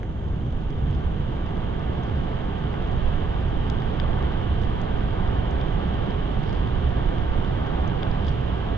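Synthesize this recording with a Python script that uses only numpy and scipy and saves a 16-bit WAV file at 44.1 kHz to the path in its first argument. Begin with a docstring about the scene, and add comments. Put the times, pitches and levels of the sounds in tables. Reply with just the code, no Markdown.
"""A low, gusting boom of wind is heard first: a rainstorm over a beach, from high above the shore.
The roar of surf and the hiss of rain grow as a small stereo microphone is carried out of shelter.
Gusts and eddies buffet its two ports, distant breakers merge into noise, and countless raindrops
blend into a wash. Now and then a drop ticks right beside it, mostly on the left, ringing the casing."""
import sys
import numpy as np
from scipy import signal
from scipy.fft import rfft, irfft, next_fast_len
from scipy.io import wavfile

SR = 44100
rng = np.random.default_rng(int(sys.argv[2]) if len(sys.argv) > 2 else 0)


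def waveform_to_disk(signal):
    """Save audio, clipped to [-1, 1], as 16-bit WAV at the path in sys.argv[1]."""
    frames = np.transpose(np.atleast_2d(signal))
    scaled = np.clip(frames, -1, 1) * 32767
    samples = np.round(scaled).astype(np.int16)
    wavfile.write(sys.argv[1], SR, samples)


N = 386757
TIME, HZ = np.arange(N) / SR, np.fft.rfftfreq(2 * next_fast_len(N // 2 + 1), 1 / SR)

# base spectrum of the wind (frequency [Hz], left [dB/Hz], right [dB/Hz])
WIND_SPECTRUM = [(10, -51, -43.5), (22, -48, -40), (40, -47, -43.5), (51.3, -45.5, -44), (67.5, -43.5, -40),
                 (88.4, -50, -46), (107, -52.5, -45.5), (122.7, -50.5, -46.5), (189, -56.5, -51),
                 (205.4, -60, -52), (296, -65, -62), (322, -66, -59), (458, -69.5, -62.5),
                 (680, -77.5, -75.5)]
# likeness of the wind at the two ports (frequency [Hz], coherence [0-1])
WIND_COHERENCE = [(15, 0.67), (45, 0.92), (70, 1.0), (160, 1.0), (400, 0.96)]
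# gusts on the microphone (peak time [s], half length [s], lift of the boom [dB])
WIND_GUSTS = [(0.922, 0.16, 9), (1.987, 0.31, 3.5), (2.918, 0.08, 4.5), (3.52, 0.29, 2.5),
              (3.977, 0.051, 1), (4.55, 0.095, 7.5), (5.41, 0.15, 4), (5.977, 0.1, 5), (6.9, 0.19, 3.5),
              (8.37, 0.29, 4)]
# envelope of the deepest wind flutter (time [s], level [dB])
FLUTTER_ENVELOPE = [(0, -1), (.35, 1.5), (1.7, -3.5), (2.7, -2.5), (3.0, 4), (3.5, 2), (4.9, 1), (5.7, 0),
                    (7.05, 3), (8.77, -3.5)]
# base spectrum of surf and wind over the beach (frequency [Hz], left [dB/Hz], right [dB/Hz])
SURF_SPECTRUM = [(200, -74, -57.5), (350, -69.5, -57), (512, -60, -58.5), (544, -65.5, -65),
                 (733, -62, -60.5), (1030, -67, -66.5), (1175, -65.5, -66), (1355, -73, -72.5),
                 (1524, -70, -70.5), (2075, -81, -77.5), (2314, -79.5, -83), (2540, -95, -89),
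                 (3670, -105, -105)]
# how that roar meets the ports (frequency [Hz], coherence [0-1], left phase lead [rad])
SURF_COHERENCE = [(200, 0.8, 2.15), (338, 0.78, 1.93), (487, 1, 2.3), (630, 0.71, 1.79), (1040, 0.81, 1.82),
                  (1420, 0.88, 1.3), (1880, 0.95, 1), (2400, 0.8, .2)]
# base spectrum of rain, the ports resonating near 3 kHz (frequency [Hz], left [dB/Hz], right [dB/Hz])
RAIN_SPECTRUM = [(1000, -80.5, -72.5), (2120, -88.5, -76), (2440, -83, -74.5), (2810, -75.5, -69),
                 (3130, -75, -66), (3373, -75.5, -70.5), (3826, -83.5, -77), (4090, -91.5, -82.5),
                 (4680, -93.5, -90.5), (5860, -101.3, -103.5), (6350, -112.1, -111.9),
                 (8300, -120.8, -126.6)]
# near drops (time [s], gain [dB], upper ring lift [dB], treble lift [dB], knock lift [dB], L-R [dB])
NEAR_DROPS = [(.0315, -43, 1, 20, 20, 0), (.361, -47, 5, 16, 0, 2), (.465, -48, 7, 19, 0, 4),
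              (.705, -44, 12, 22, 8, 11), (.9105, -45, 6, 19, 2, 4), (.949, -41, 7, 14, 0, 6),
              (1.4638, -44, 4, 19, 0, 4), (1.5712, -36, 1, 10, 3, 7), (1.7955, -43, 9, 15, 0, 5),
              (2.0348, -43, 9, 24, 8, 6), (2.098, -35, 1, 3, 7, 16), (2.7305, -43, 9, 17, 5, 6),
              (2.742, -42.5, 4, 7, 23, 2), (2.8745, -40, 4, 9, 0, 4), (2.9175, -44, 6, 15, -1, 4),
              (3.496, -52, 11, 24, 0, 4), (3.6999, -26, 8, 17, 3, 15), (3.8035, -39, 3, 10, 0, 4),
              (3.821, -33, 2, 4, 12, 5), (3.9994, -18.5, 1, -2, 1, 15), (4.2268, -33, 1, 4, -4, 7),
              (4.3218, -40, 5, 10, 0, 4), (4.6237, -41, 7, 17, 3, 3), (4.6353, -36, 1, 15, 6, 4),
              (4.8161, -42, 11, 26, -2, 9), (5.2762, -35, 3, 4, 5, 13), (5.5101, -44, 14, 26, 5, 11),
              (5.6132, -31, 6, 6, 2, 5), (6.1072, -40, 7, 10, 5, 0), (6.432, -45, 15, 24, -2, 11),
              (6.4935, -36, 5, 8, 3, -6), (6.5285, -36, 7, 16, 3, 10), (6.5608, -43, 6, 10, 6, -4),
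              (6.6743, -32, 1, 3, -4, 5), (7.0639, -41, 5, 9, 7, 6), (7.1837, -33.5, 4, 3, 8, 7),
              (7.4469, -32, -7, 4, -1, 0), (7.6684, -42, 9, 19, 0, 9), (7.8773, -46, 17, 32, 5, 15),
              (8.0311, -20, -1, -2, 3, 12), (8.115, -34, 13, 1, 3, 16), (8.2473, -35, 3, 7, 0, -5),
              (8.2684, -36, 15, 17, -3, 12), (8.274, -40, 6, 7, 0, 3), (8.2819, -24, -5, 3, -6, 10),
              (8.2847, -30.5, 4, 14, -3, 10)]
# spatter, then splash (level re the blow [dB], decay time [s], gain per treble lift [dB/dB])
SPLASHES = [(-10, .0014, .4), (-14, .008, .2)]
# response of the casing and ports to a drop (frequency [Hz], gain [dB])
CASING_RESPONSE = [(400, 6.5), (1000, 12.5), (1600, 18), (2250, 17), (2680, 13.5), (3020, 22), (3380, 29),
                   (3760, 20), (4250, 3.5), (4650, 12), (5000, 10.5), (5550, -6.5), (6200, -2),
                   (7000, -13.5), (8300, -21.5), (11000, -50)]
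# base spectrum of fine droplets (frequency [Hz], level [dB/Hz])
SPRAY_SPECTRUM = [(3000, -85.5), (4800, -83.5), (5600, -91.5), (6300, -102), (7300, -105), (8500, -116)]
# flurries of droplets (peak time [s], half length [s], added amplitude re steady spray [dB])
SPRAY_FLURRIES = [(.95, .05, 1), (2.02, 0.12, -3), (4.63, .03, 1), (6.51, .08, 7), (8.29, .022, 12)]
# faint steady hiss (frequency [Hz], level [dB/Hz])
HISS_SPECTRUM = [(2600, -100), (4300, -112), (5500, -115), (6200, -104), (7400, -112.7), (8600, -127)]


def wind(exposure_db, flutter_hz=46, boom_hz=110, lull_db=-2, eddies_db=0.16):
    """Turbulent pressure, nearly coherent at both ports: gusts heave the boom and eddies shake it."""
    coherence, = over_pitch(WIND_COHERENCE)
    rumble = colour(port_noise(coherence, 0), WIND_SPECTRUM)
    flutter, deep = below(rumble, flutter_hz), below(rumble, boom_hz)
    gust_db = sum(db * bell(s, half) for s, half, db in WIND_GUSTS) + eddies_db * drift(1.1, 9.0)
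    flutter_db = np.interp(TIME, *np.transpose(FLUTTER_ENVELOPE)) + 0.2 * gust_db
    heaving = flutter * gain_of(flutter_db) + (deep - flutter) * gain_of(lull_db + gust_db)
    # the right port comes further into the wind as the shelter is left
    return (heaving + rumble - deep) * gain_of(np.outer([0, 0.33], exposure_db))


def surf(exposure_db, swell_db=0.66):
    """Superposition: distant breakers merge into one gently swelling roar, leading in phase on the left."""
    roar = colour(port_noise(*over_pitch(SURF_COHERENCE)), SURF_SPECTRUM)
    return roar * gain_of(0.98 * exposure_db + swell_db * drift(.4, 7))


def rain(exposure_db, far_db=-6.0, patter_db=-14.0, sheets_db=0.27):
    """A diffuse field: far rain is a smooth wash from all sides, and nearer drops patter in it."""
    wash = gain_of(far_db) * port_noise(0.1, -2 * np.pi * HZ * .00013)
    patter = gain_of(patter_db) * impacts(per_s=1400, spread_db=6.0)
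    level_db = np.outer([0.92, 1.0], exposure_db) + sheets_db * drift(0.45, 9.4)
    return colour(wash + patter, RAIN_SPECTRUM) * gain_of(level_db)


def near_drops():
    """Level difference between the ports places each close drop, strong or faint, to one side."""
    out = np.zeros((2, N))
    for s, db, upper_db, treble_db, knock_db, pan_db in [*NEAR_DROPS, *stray_drops()]:
        port_db = db + np.minimum([[pan_db], [-pan_db]], 0)
        sound = gain_of(port_db) * tick(upper_db, treble_db, knock_db)
        span = out[:, round(s * SR):][:, :sound.shape[1]]
        span += sound[:, :span.shape[1]]
    return out


def tick(upper_db, treble_db, knock_db, detune=.012, size=2048):
    """Impulse response: a drop's blow, spatter and splash ring the casing, at a slightly varied pitch."""
    t = np.arange(size) / SR
    hz = abs(np.fft.fftfreq(size, 1 / SR)) * (1 + detune * rng.standard_normal())
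    blow = np.zeros((2, size))
    blow[:, 0] = 1
    for db, decay_s, bursting in SPLASHES:  # light, bright drops burst more
        burst = rng.standard_normal((2, size)) * np.exp(-t / decay_s)
        blow += gain_of(db + bursting * treble_db) * unit_energy(burst)
    # each drop has its own amount of low knock; small ones tend to have more upper ring and treble
    bands_hz = [2100, 3480, 4850, 6200]  # knock, ring, upper ring, treble
    lift_db = np.interp(np.log(hz + 1), np.log(bands_hz), [knock_db, 0, upper_db, treble_db])
    response = gain_of(np.interp(hz, *np.transpose(CASING_RESPONSE)) + lift_db)
    minimum_phase = np.exp(np.conj(signal.hilbert(np.log(response))))
    ring = np.fft.ifft(np.fft.fft(blow) * minimum_phase).real
    # however it spatters, a drop carries the energy of one clean blow
    return unit_energy(ring) * np.sqrt(np.mean(response ** 2))


def stray_drops(per_s=22, soft_db=-53, loud_db=-44, dull_db=4, bright_db=16, side_db=10, count=320):
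    """A Poisson process: faint drops land at independent moments, as rows like those of NEAR_DROPS."""
    wait, strength, bright, side = rng.random((count, 4)).T
    times = np.cumsum(-np.log(1 - wait)) / per_s
    level_db = soft_db + (loud_db - soft_db) * strength
    treble_db = dull_db + (bright_db - dull_db) * bright
    rows = np.transpose([times, level_db, .35 * treble_db, treble_db, np.zeros(count), side_db * (2 * side - 1)])
    return rows[times < TIME[-1]]


def spray(exposure_db, level_db=-17):
    """Shot noise: fine wind-blown droplets prickle in the treble and come in flurries."""
    flurry = 1 + sum(gain_of(db) * bell(s, half) for s, half, db in SPRAY_FLURRIES)
    droplets = colour(impacts(per_s=900, spread_db=4.0), SPRAY_SPECTRUM)
    return gain_of(level_db + 0.92 * exposure_db) * flurry * droplets


def walls(x, echo_db=-16, t60_s=.12, echoes_per_s=1500):
    """Interference: weak, quickly dying reflections from nearby walls ripple the spectrum."""
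    t = np.arange(4410) / SR
    taps = rng.standard_normal((2, len(t))) * (rng.random(len(t)) < echoes_per_s / SR)
    taps *= (t > .004) * gain_of(-60 * t / t60_s)
    return x + gain_of(echo_db) * signal.oaconvolve(x, unit_energy(taps), axes=1)[:, :N]


def hiss():
    """Stationary noise, independent in each channel, lies faintly behind the weather."""
    return colour(rng.standard_normal((2, N)), HISS_SPECTRUM)


def exposure(shelter_db, open_db=-0.67, emerge_s=1.36):
    """Exponential approach: openness to the weather, in dB, grows quickly and then settles."""
    return open_db + (shelter_db - open_db) * np.exp(-TIME / emerge_s)


def port_noise(coherence, lead_rad):
    """Partial coherence: two ports share some of their white noise, with a phase lead on the left."""
    left, other = rfft(rng.standard_normal((2, 2 * len(HZ) - 2)))
    shared = np.clip(coherence, 0, 1)
    right = (shared * left + np.sqrt(1 - shared ** 2) * other) * np.exp(-1j * lead_rad)
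    return irfft(np.array([left, right]))[:, :N]


def impacts(per_s, spread_db):
    """Shot noise of unit power: random clicks at each port, many small and a few large."""
    size = gain_of(spread_db * np.minimum(rng.exponential(1, (2, N)), 5))
    clicks = size * rng.choice([-1, 1], (2, N)) * (rng.random((2, N)) < per_s / SR)
    return clicks / clicks.std()


def drift(slow_hz, fast_hz):
    """Slow sinusoids of random phase sum to a wandering of unit spread."""
    t = TIME[::256]
    rates_hz = np.geomspace(slow_hz, fast_hz, 20)
    wander = sum(np.sin(2 * np.pi * (f * t + rng.random())) / np.sqrt(f) for f in rates_hz)
    return np.interp(TIME, t, wander / wander.std())


def colour(x, rows):
    """Filtering gives white sound of unit power a spectrum in dB/Hz that falls away past both ends."""
    skirts = 1 / (1 + (HZ / (1.4 * rows[-1][0])) ** 8) / (1 + (.6 * rows[0][0] / (HZ + 1)) ** 4)
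    response = gain_of(over_pitch(rows)) * skirts * np.sqrt(SR / 2)
    return irfft(rfft(x, 2 * len(HZ) - 2) * response)[:, :N]


def over_pitch(rows):
    """Interpolation of each column on a logarithmic frequency axis."""
    hz, *columns = np.transpose(rows)
    return np.array([np.interp(np.log(HZ + 1), np.log(hz + 1), c) for c in columns])


def below(x, hz):
    """Zero-phase low-pass filtering."""
    return signal.sosfiltfilt(signal.butter(3, hz, fs=SR, output="sos"), x)


def bell(peak_s, half_s):
    """A Gaussian rise and fall."""
    return np.exp(-((TIME - peak_s) / half_s) ** 2)


def unit_energy(x):
    """Each channel normalised to an energy of one."""
    return x / np.linalg.norm(x, axis=1, keepdims=True)


def gain_of(db):
    """Decibels to amplitude."""
    return 10 ** (np.asarray(db) / 20)


def scene():
    """Superposition: wind, surf, rain and spray follow the exposure; near drops and hiss add to them."""
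    sea_db, sky_db = exposure(shelter_db=-12.3), exposure(shelter_db=-12.5)
    background = hiss()
    weather = walls(surf(sea_db) + rain(sky_db))
    return wind(sea_db) + weather + spray(sky_db) + near_drops() + background


def record(dry):
    """Band limiting: a steep low-pass filter removes the highest treble."""
    low_pass = signal.firwin(511, cutoff=8650, window=("kaiser", 9), fs=SR)
    return signal.oaconvolve(dry, low_pass[None], "same", axes=1)


dry = scene()
out = record(dry)
waveform_to_disk(out)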